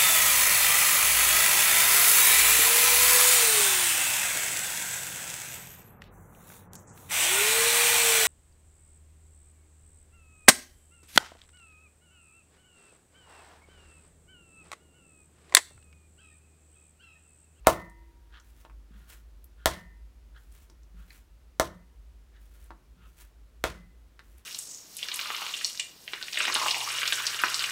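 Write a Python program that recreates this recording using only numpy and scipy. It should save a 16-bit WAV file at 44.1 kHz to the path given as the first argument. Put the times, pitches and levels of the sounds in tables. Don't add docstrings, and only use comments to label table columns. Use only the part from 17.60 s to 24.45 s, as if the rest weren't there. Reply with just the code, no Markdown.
import sys
import numpy as np
from scipy import signal
from scipy.fft import rfft, irfft
from scipy.io import wavfile

SR = 44100
rng = np.random.default_rng(int(sys.argv[2]) if len(sys.argv) > 2 else 0)


def int16_out(signal):
    q = np.round(np.clip(np.atleast_2d(signal).T, -1, 1) * 32767)
    wavfile.write(sys.argv[1], SR, q.astype(np.int16))


N = 302085
T_AFTER = np.arange(SR) / SR

# [t/s, air pop level/dB, air pop f/Hz, small pocket level/dB, small pocket f/Hz,
# wet crack level/dB, crack peak f/Hz, crack and squelch top f/Hz, squelch level/dB,
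# counter ringing level/dB, thud level/dB, bowl level/dB before a 3 dB cut, bowl tilt/(dB per octave)]
SLAPS = [(0.0700, 31, 651.6, 24, 1213, 5.5, 8780, 18250, -31.5, 0.5, -32, -37.5, -2.5),
         (2.0579, 21, 660, 19, 1344, 8, 3286, 11000, -29.5, -8, -30, -38.5, 5.5),
         (3.9977, 21, 586.4, 17.5, 1258, 2.5, 5820, 10890, -37.5, -5.5, -35, -51, 2),
         (6.0397, 16, 476, 15, 1332, -1, 3500, 6910, -33.5, -13, -34, -48.5, 16)]
# [f/Hz, level/dB, t60/s]
COUNTER_MODES = [(200, -45.5, 0.57), (294, -34.5, 0.34), (338.5, -25, 0.23), (377, -30.5, 0.17),
                 (438, -32, 0.18), (546, -25.5, .14), (648, -27, .09), (641, -21.5, 0.19), (650, -26, .17),
                 (914, -25.5, .14), (1040, -26, 0.22), (1180, -28.5, .11), (1252, -26, 0.084),
                 (1336, -29.5, .12), (1350, -29, 0.074), (1486.6, -29, .08), (1737, -28, .12),
                 (2107, -24.5, 0.074)]
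# [f/Hz, level/dB, t60/s]
BOWL_MODES = [(335, -21, 2), (948.3, -14.5, 1.7), (958, -13, .6), (980, -7, 0.67), (1038, -8.5, 0.43),
              (1804, 1.5, 0.53), (1860, -4.5, 0.65), (1927, -7.5, 0.52), (2010, -3.5, 0.47),
              (2024, 2, 0.62), (2170, -1.5, .32), (2180, -3.5, 0.31)]
# [f/Hz, level/dB, t60/s]
THUD_MODES = [(59, 1.5, 0.25), (74.0, -4.5, 0.41), (96, -4.5, 0.11), (129, -7.5, 0.16)]
PATS = [(1.05, -8.5, 780, 0, -10, -22, 3130), (1.098, -15, 1108, -12, -11, -27, 2300),
        (3.099, -23.5, 870, 5, 11, -23.5, 5200), (5.106, -2, 1060, -6.5, -2.5, -27, 4000),
        (6.593, -10, 1750, -8, -22, -19.5, 4200)]
# [t/s, level/dB, f/Hz]
FLOPS = [(1.307, -45.5, 202), (3.344, -48, 179.2), (5.367, -51.5, 178)]
# [t/s, level/dB, f/Hz]
SNAPS = [(0.2977, -29, 8700), (0.7992, -25, 6040), (1.5008, -35, 2720), (1.8424, -21.5, 13130),
         (2.9226, -29, 9010), (3.2329, -31.5, 5900), (5.0416, -29, 10400), (6.7812, -27, 11050)]
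# [middle t/s, half length to 1/e /s, level/dB before a 3 dB cut, f/Hz, resonance width/Hz]
RUSH_AND_RUBS = [(0.0508, 0.0026, -45, 830, 598), (0.068, 0.0034, -24.5, 970, 683),
                 (0.761, 0.036, -52, 1520, 321), (1.387, 0.063, -62.5, 1515, 450),
                 (2.018, 0.039, -61.5, 1510, 150.4), (2.77, 0.017, -53, 1587, 250),
                 (3.404, 0.048, -63.5, 1420, 402), (3.485, .002, -52, 2010, 119.5),
                 (3.507, .003, -47.5, 2120, 159.4), (4.761, 0.0269, -61.5, 1630, 417),
                 (5.44, 0.053, -61, 1292, 300)]
# [t/s, length/s, crackle level/dB, dull scuff level/dB]
PEELS = [(0.966, 0.052, -66, -77), (1.495, 0.047, -54.5, -62), (2.917, 0.112, -63.5, -83),
         (3.506, 0.064, -61, -71), (4.942, 0.119, -66.5, -76), (5.588, 0.034, -57, -68.5),
         (6.775, .02, -71, -72)]
# [f/Hz, level/dB per Hz]
PEEL_SPECTRUM = [(400, -2), (1000, -2.5), (2200, 0.5), (4500, -3.5), (8000, -1.5), (15000, -2.5)]
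SQUELCH_SPECTRUM = [(300, -7), (1000, 5.5), (2000, 2), (4000, 1), (8000, -4.5), (15000, -6)]
HISS_SPECTRUM = [(59, -30.5), (100, -3.5), (163, -6.5), (271, -7), (335, -8.5), (784, -17), (1390, -18),
                 (1680, -20), (1830, -20), (15000, -31.5), (16000, -31.5)]
# [f/Hz, near reflections level/dB, reverberation level/dB, reverberation t60/s]
KITCHEN = [(97, 1, 4.5, .5), (302, -0.5, -4, 0.36), (654, -1, -12.5, .36), (1500, -3.5, -8.5, .36),
           (3622, -7, -12, 0.24), (8000, -11, -10, 0.16), (15000, -13, -13, 0.073)]
# [f/Hz, width/Hz, depth/dB]
WORKTOP_DIPS = [(238, 54, -6), (447, 10, -4.5), (816, 160, -7.5), (4900, 290, -3)]

HISS_DB, DRONE_DB, DRONE_HZ, DRONE_WIDTH_HZ = -67.5, -51, 51.8, 4.3
CUTOFF_HZ = 16300
PALM_HZ = 336
FINGER_GAP_S, FINGER_LOSS_DB = 0.0045, 10
FLOP_T60_S, REBOUND_S, REBOUND_DB, REBOUND_PITCH = 0.095, 0.03, -10.5, 0.74
SETTLE_DELAY_S, SETTLE_DB, SETTLE_HZ, WOBBLE_S, WOBBLE_LOSS_DB = 0.064, -40, 197.4, 0.046, 6.5
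CREEP_S, CREEP_DB, CREEP_RISE_S = 0.17, -71.5, 0.046
PEEL_RISE_S, PEEL_T60_S = 0.014, 0.2
SCUFF_HZ, SCUFF_WIDTH_HZ = 1420, 1000


def from_db(db):
    return 10 ** (np.asarray(db) / 20)


def rms_one(x):
    return x / np.sqrt(np.mean(x ** 2) + 1e-20)


def at_hz(points, hz, column=1):
    points = np.array(points)
    return np.interp(np.log(hz + 1e-9), np.log(points[:, 0]), points[:, column])


def add(track, t, sound):
    start = round(t * SR)
    track[start:start + len(sound)] += sound[:N - start]


def fade(t60):
    return from_db(-60 * T_AFTER / t60)


def resonate(x, hz, width_hz):
    radius = np.exp(-np.pi * width_hz / SR)
    zeros = np.array([1, 0, -1]) * (1 - radius * radius) / 2
    poles = [1, -2 * radius * np.cos(2 * np.pi * hz / SR), radius * radius]
    return signal.lfilter(zeros, poles, x + 1e-18)


def cut(x, hz, kind, order=2):
    edge = np.minimum(hz, 0.45 * SR)
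    return signal.sosfilt(signal.butter(order, edge, kind, fs=SR, output="sos"), x)


def colour(x, spectrum):
    gain = from_db(at_hz(spectrum, np.fft.rfftfreq(len(x), 1 / SR)))
    return rms_one(irfft(rfft(x) * gain, len(x)))


def ring(modes):
    return sum(from_db(db) * np.sin(2 * np.pi * hz * T_AFTER) * fade(t60) for hz, db, t60 in modes)


def burst(length_s):
    age = T_AFTER[:2048]
    spray = rfft(rng.standard_normal(len(age)) * np.exp(-(age / length_s) ** 2))
    flat = irfft(spray / np.abs(spray))
    flat = flat * (age < 5 * length_s)
    return flat / np.linalg.norm(flat)


def crackle(per_s, spread_db, size):
    sizes = from_db(spread_db * np.minimum(rng.exponential(1, size), 5))
    breaks = rng.random(size) < per_s / SR
    return breaks * sizes * rng.choice([-1, 1], size)


def clumps(per_s, depth_db):
    return from_db(depth_db * np.interp(T_AFTER * per_s, np.arange(400), rng.uniform(-1, 1, 400)))


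def background():
    noise = rng.standard_normal(N + SR)
    drone = resonate(resonate(noise, DRONE_HZ, DRONE_WIDTH_HZ), DRONE_HZ, 33)
    drone = drone[SR:]
    hiss = colour(rng.standard_normal(N), HISS_SPECTRUM)
    return from_db(DRONE_DB) * rms_one(drone) + from_db(HISS_DB) * hiss


def kitchen(x):
    response, edges = np.zeros(SR), np.geomspace(70, 18000, 17)
    for low, high in zip(edges, edges[1:]):
        centre = np.sqrt(low * high)
        near_db, late_db, t60 = (at_hz(KITCHEN, centre, column=k) for k in range(1, 4))
        for db, decay, delay_s in ((near_db, 0.085, 0.003), (late_db, t60, 0.009)):
            tail = rng.standard_normal(SR) * fade(decay) * (T_AFTER > delay_s)
            band = cut(tail, np.array([low, high]), "band")
            share = np.sqrt(2 * (high - low) / SR)
            response += from_db(db) * band / np.linalg.norm(band) * share
    return signal.fftconvolve(x, response)[:N]


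def worktop(x):
    for hz, width_hz, depth_db in WORKTOP_DIPS:
        x = x - (1 - from_db(depth_db)) * resonate(x, hz, width_hz)
    return x


def resonant_noise(hz, width_hz):
    impulses = crackle(per_s=2500, spread_db=2.5, size=SR) * clumps(per_s=170, depth_db=6)
    main = rms_one(resonate(impulses, hz, width_hz))
    above = rms_one(resonate(impulses, 2 * hz, 3 * width_hz))
    both = main + from_db(-4.5) * above
    return rms_one(cut(cut(both, 0.5 * hz, "high"), 3600, "low"))


def rush_and_rubs():
    out = np.zeros(N)
    for t, half_s, db, hz, width_hz in RUSH_AND_RUBS:
        start = max(t - 0.2, 0)
        swell = np.exp(-((start + T_AFTER - t) / half_s) ** 2)
        add(out, start, from_db(db - 3.0) * resonant_noise(hz, width_hz) * swell)
    return out


def peeling():
    out, since = np.zeros(N), T_AFTER - CREEP_S
    creep = from_db(CREEP_DB) * np.minimum(T_AFTER / CREEP_RISE_S, 1)
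    letting_go = np.exp(np.minimum(since, 0) / PEEL_RISE_S)
    for t, length_s, db, scuff_db in PEELS:
        release = from_db(-60 * np.maximum(since - length_s, 0) / PEEL_T60_S)
        bonds = colour(crackle(per_s=7000, spread_db=4.5, size=SR), PEEL_SPECTRUM)
        bonds = bonds * clumps(per_s=68, depth_db=4.5)
        bonds = bonds * np.maximum(creep, from_db(db) * letting_go)
        scuff = from_db(scuff_db) * resonant_noise(SCUFF_HZ, SCUFF_WIDTH_HZ) * letting_go
        add(out, t - CREEP_S, (bonds + scuff) * release)
    return out


def snap(hz):
    return resonate(burst(length_s=0.0031), hz, 0.24 * hz)


def snaps():
    out = np.zeros(N)
    for t, db, hz in SNAPS:
        add(out, t, from_db(db) * snap(hz))
    return out


def flop(hz):
    return np.sin(2 * np.pi * hz * T_AFTER) * (1 - fade(t60=0.0077)) * fade(FLOP_T60_S)


def flops():
    out = np.zeros(N)
    for t, db, hz in FLOPS:
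        add(out, t, from_db(db) * flop(hz))
        add(out, t + REBOUND_S, from_db(db + REBOUND_DB) * flop(REBOUND_PITCH * hz))
    for t, *_ in SLAPS:
        for k in range(4):
            wobble = flop(SETTLE_HZ * rng.uniform(0.893, 1.05))
            add(out, t + SETTLE_DELAY_S + k * WOBBLE_S, from_db(SETTLE_DB - k * WOBBLE_LOSS_DB) * wobble)
    return out


def pop(hz, damping):
    return resonate(signal.unit_impulse(SR), hz, hz * damping)


def pats():
    out = np.zeros(N)
    counter = from_db(-31) * ring(COUNTER_MODES) * fade(t60=0.14)
    palm = cut(pop(PALM_HZ, damping=0.22), 700, "low")
    for t, db, hz, counter_db, palm_db, tick_db, tick_hz in PATS:
        add(out, t, from_db(db) * (from_db(palm_db) * palm + from_db(counter_db) * counter))
        for k in range(3):
            lands, loss_db = t + k * FINGER_GAP_S, k * FINGER_LOSS_DB
            finger = cut(pop(hz * rng.uniform(0.811, 1.13), damping=0.52), 1.32 * hz, "low")
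            add(out, lands, from_db(db - loss_db) * finger)
            add(out, lands, from_db(tick_db - loss_db) * snap(tick_hz))
    return out


def bowl(tilt_db):
    rings = np.zeros(SR)
    for hz, db, t60 in BOWL_MODES:
        tilted_db = db + tilt_db * np.log2(hz / BOWL_MODES[-1][0])
        mode = (hz, tilted_db + rng.uniform(-2, 2.9), t60)
        rings += ring([mode]) * clumps(per_s=45, depth_db=5)
    return rings * (1 - np.exp(-(T_AFTER / 0.09) ** 2))


def wet_crack(peak_hz, top_hz):
    crack = cut(cut(burst(length_s=0.0015), top_hz, "low", order=1), 1500, "high")
    return crack + 0.97 * resonate(crack, peak_hz, 0.2 * peak_hz)


def squelch(top_hz):
    wet = colour(crackle(per_s=6000, spread_db=3, size=SR), SQUELCH_SPECTRUM)
    wet = wet * clumps(per_s=130, depth_db=4)
    return cut(wet, top_hz, "low", order=1) * fade(t60=0.28)


def slaps():
    air, bodies = np.zeros(N), np.zeros(N)
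    counter, thud = ring(COUNTER_MODES), ring(THUD_MODES)
    for (t, pop_db, pop_hz, pocket_db, pocket_hz, crack_db, peak_hz, top_hz,
         squelch_db, counter_db, thud_db, bowl_db, tilt_db) in SLAPS:
        add(air, t, from_db(crack_db) * wet_crack(peak_hz, top_hz))
        add(air, t + 0.0005, from_db(pocket_db) * cut(pop(pocket_hz, damping=0.35), 2700, "low"))
        add(air, t + 0.0013, from_db(pop_db) * cut(pop(pop_hz, damping=0.48), 1400, "low"))
        add(bodies, t + 0.0026, from_db(squelch_db) * squelch(top_hz))
        add(bodies, t + 0.001, from_db(counter_db) * counter)
        add(bodies, t, from_db(thud_db) * thud)
        add(bodies, t, from_db(bowl_db - 3.0) * bowl(tilt_db))
    return air, bodies


def scene():
    air, bodies = slaps()
    near = air + pats() + flops() + snaps() + rush_and_rubs() + peeling()
    handling = worktop(near + kitchen(near) + bodies)
    return (handling + background())[None]


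def record(dry):
    heard = np.clip(cut(cut(dry, 32, "high"), 32, "high"), -1, 1)
    return signal.sosfilt(signal.ellip(10, 0.1, 80, CUTOFF_HZ, fs=SR, output="sos"), heard)


dry = scene()
out = record(dry)
int16_out(out)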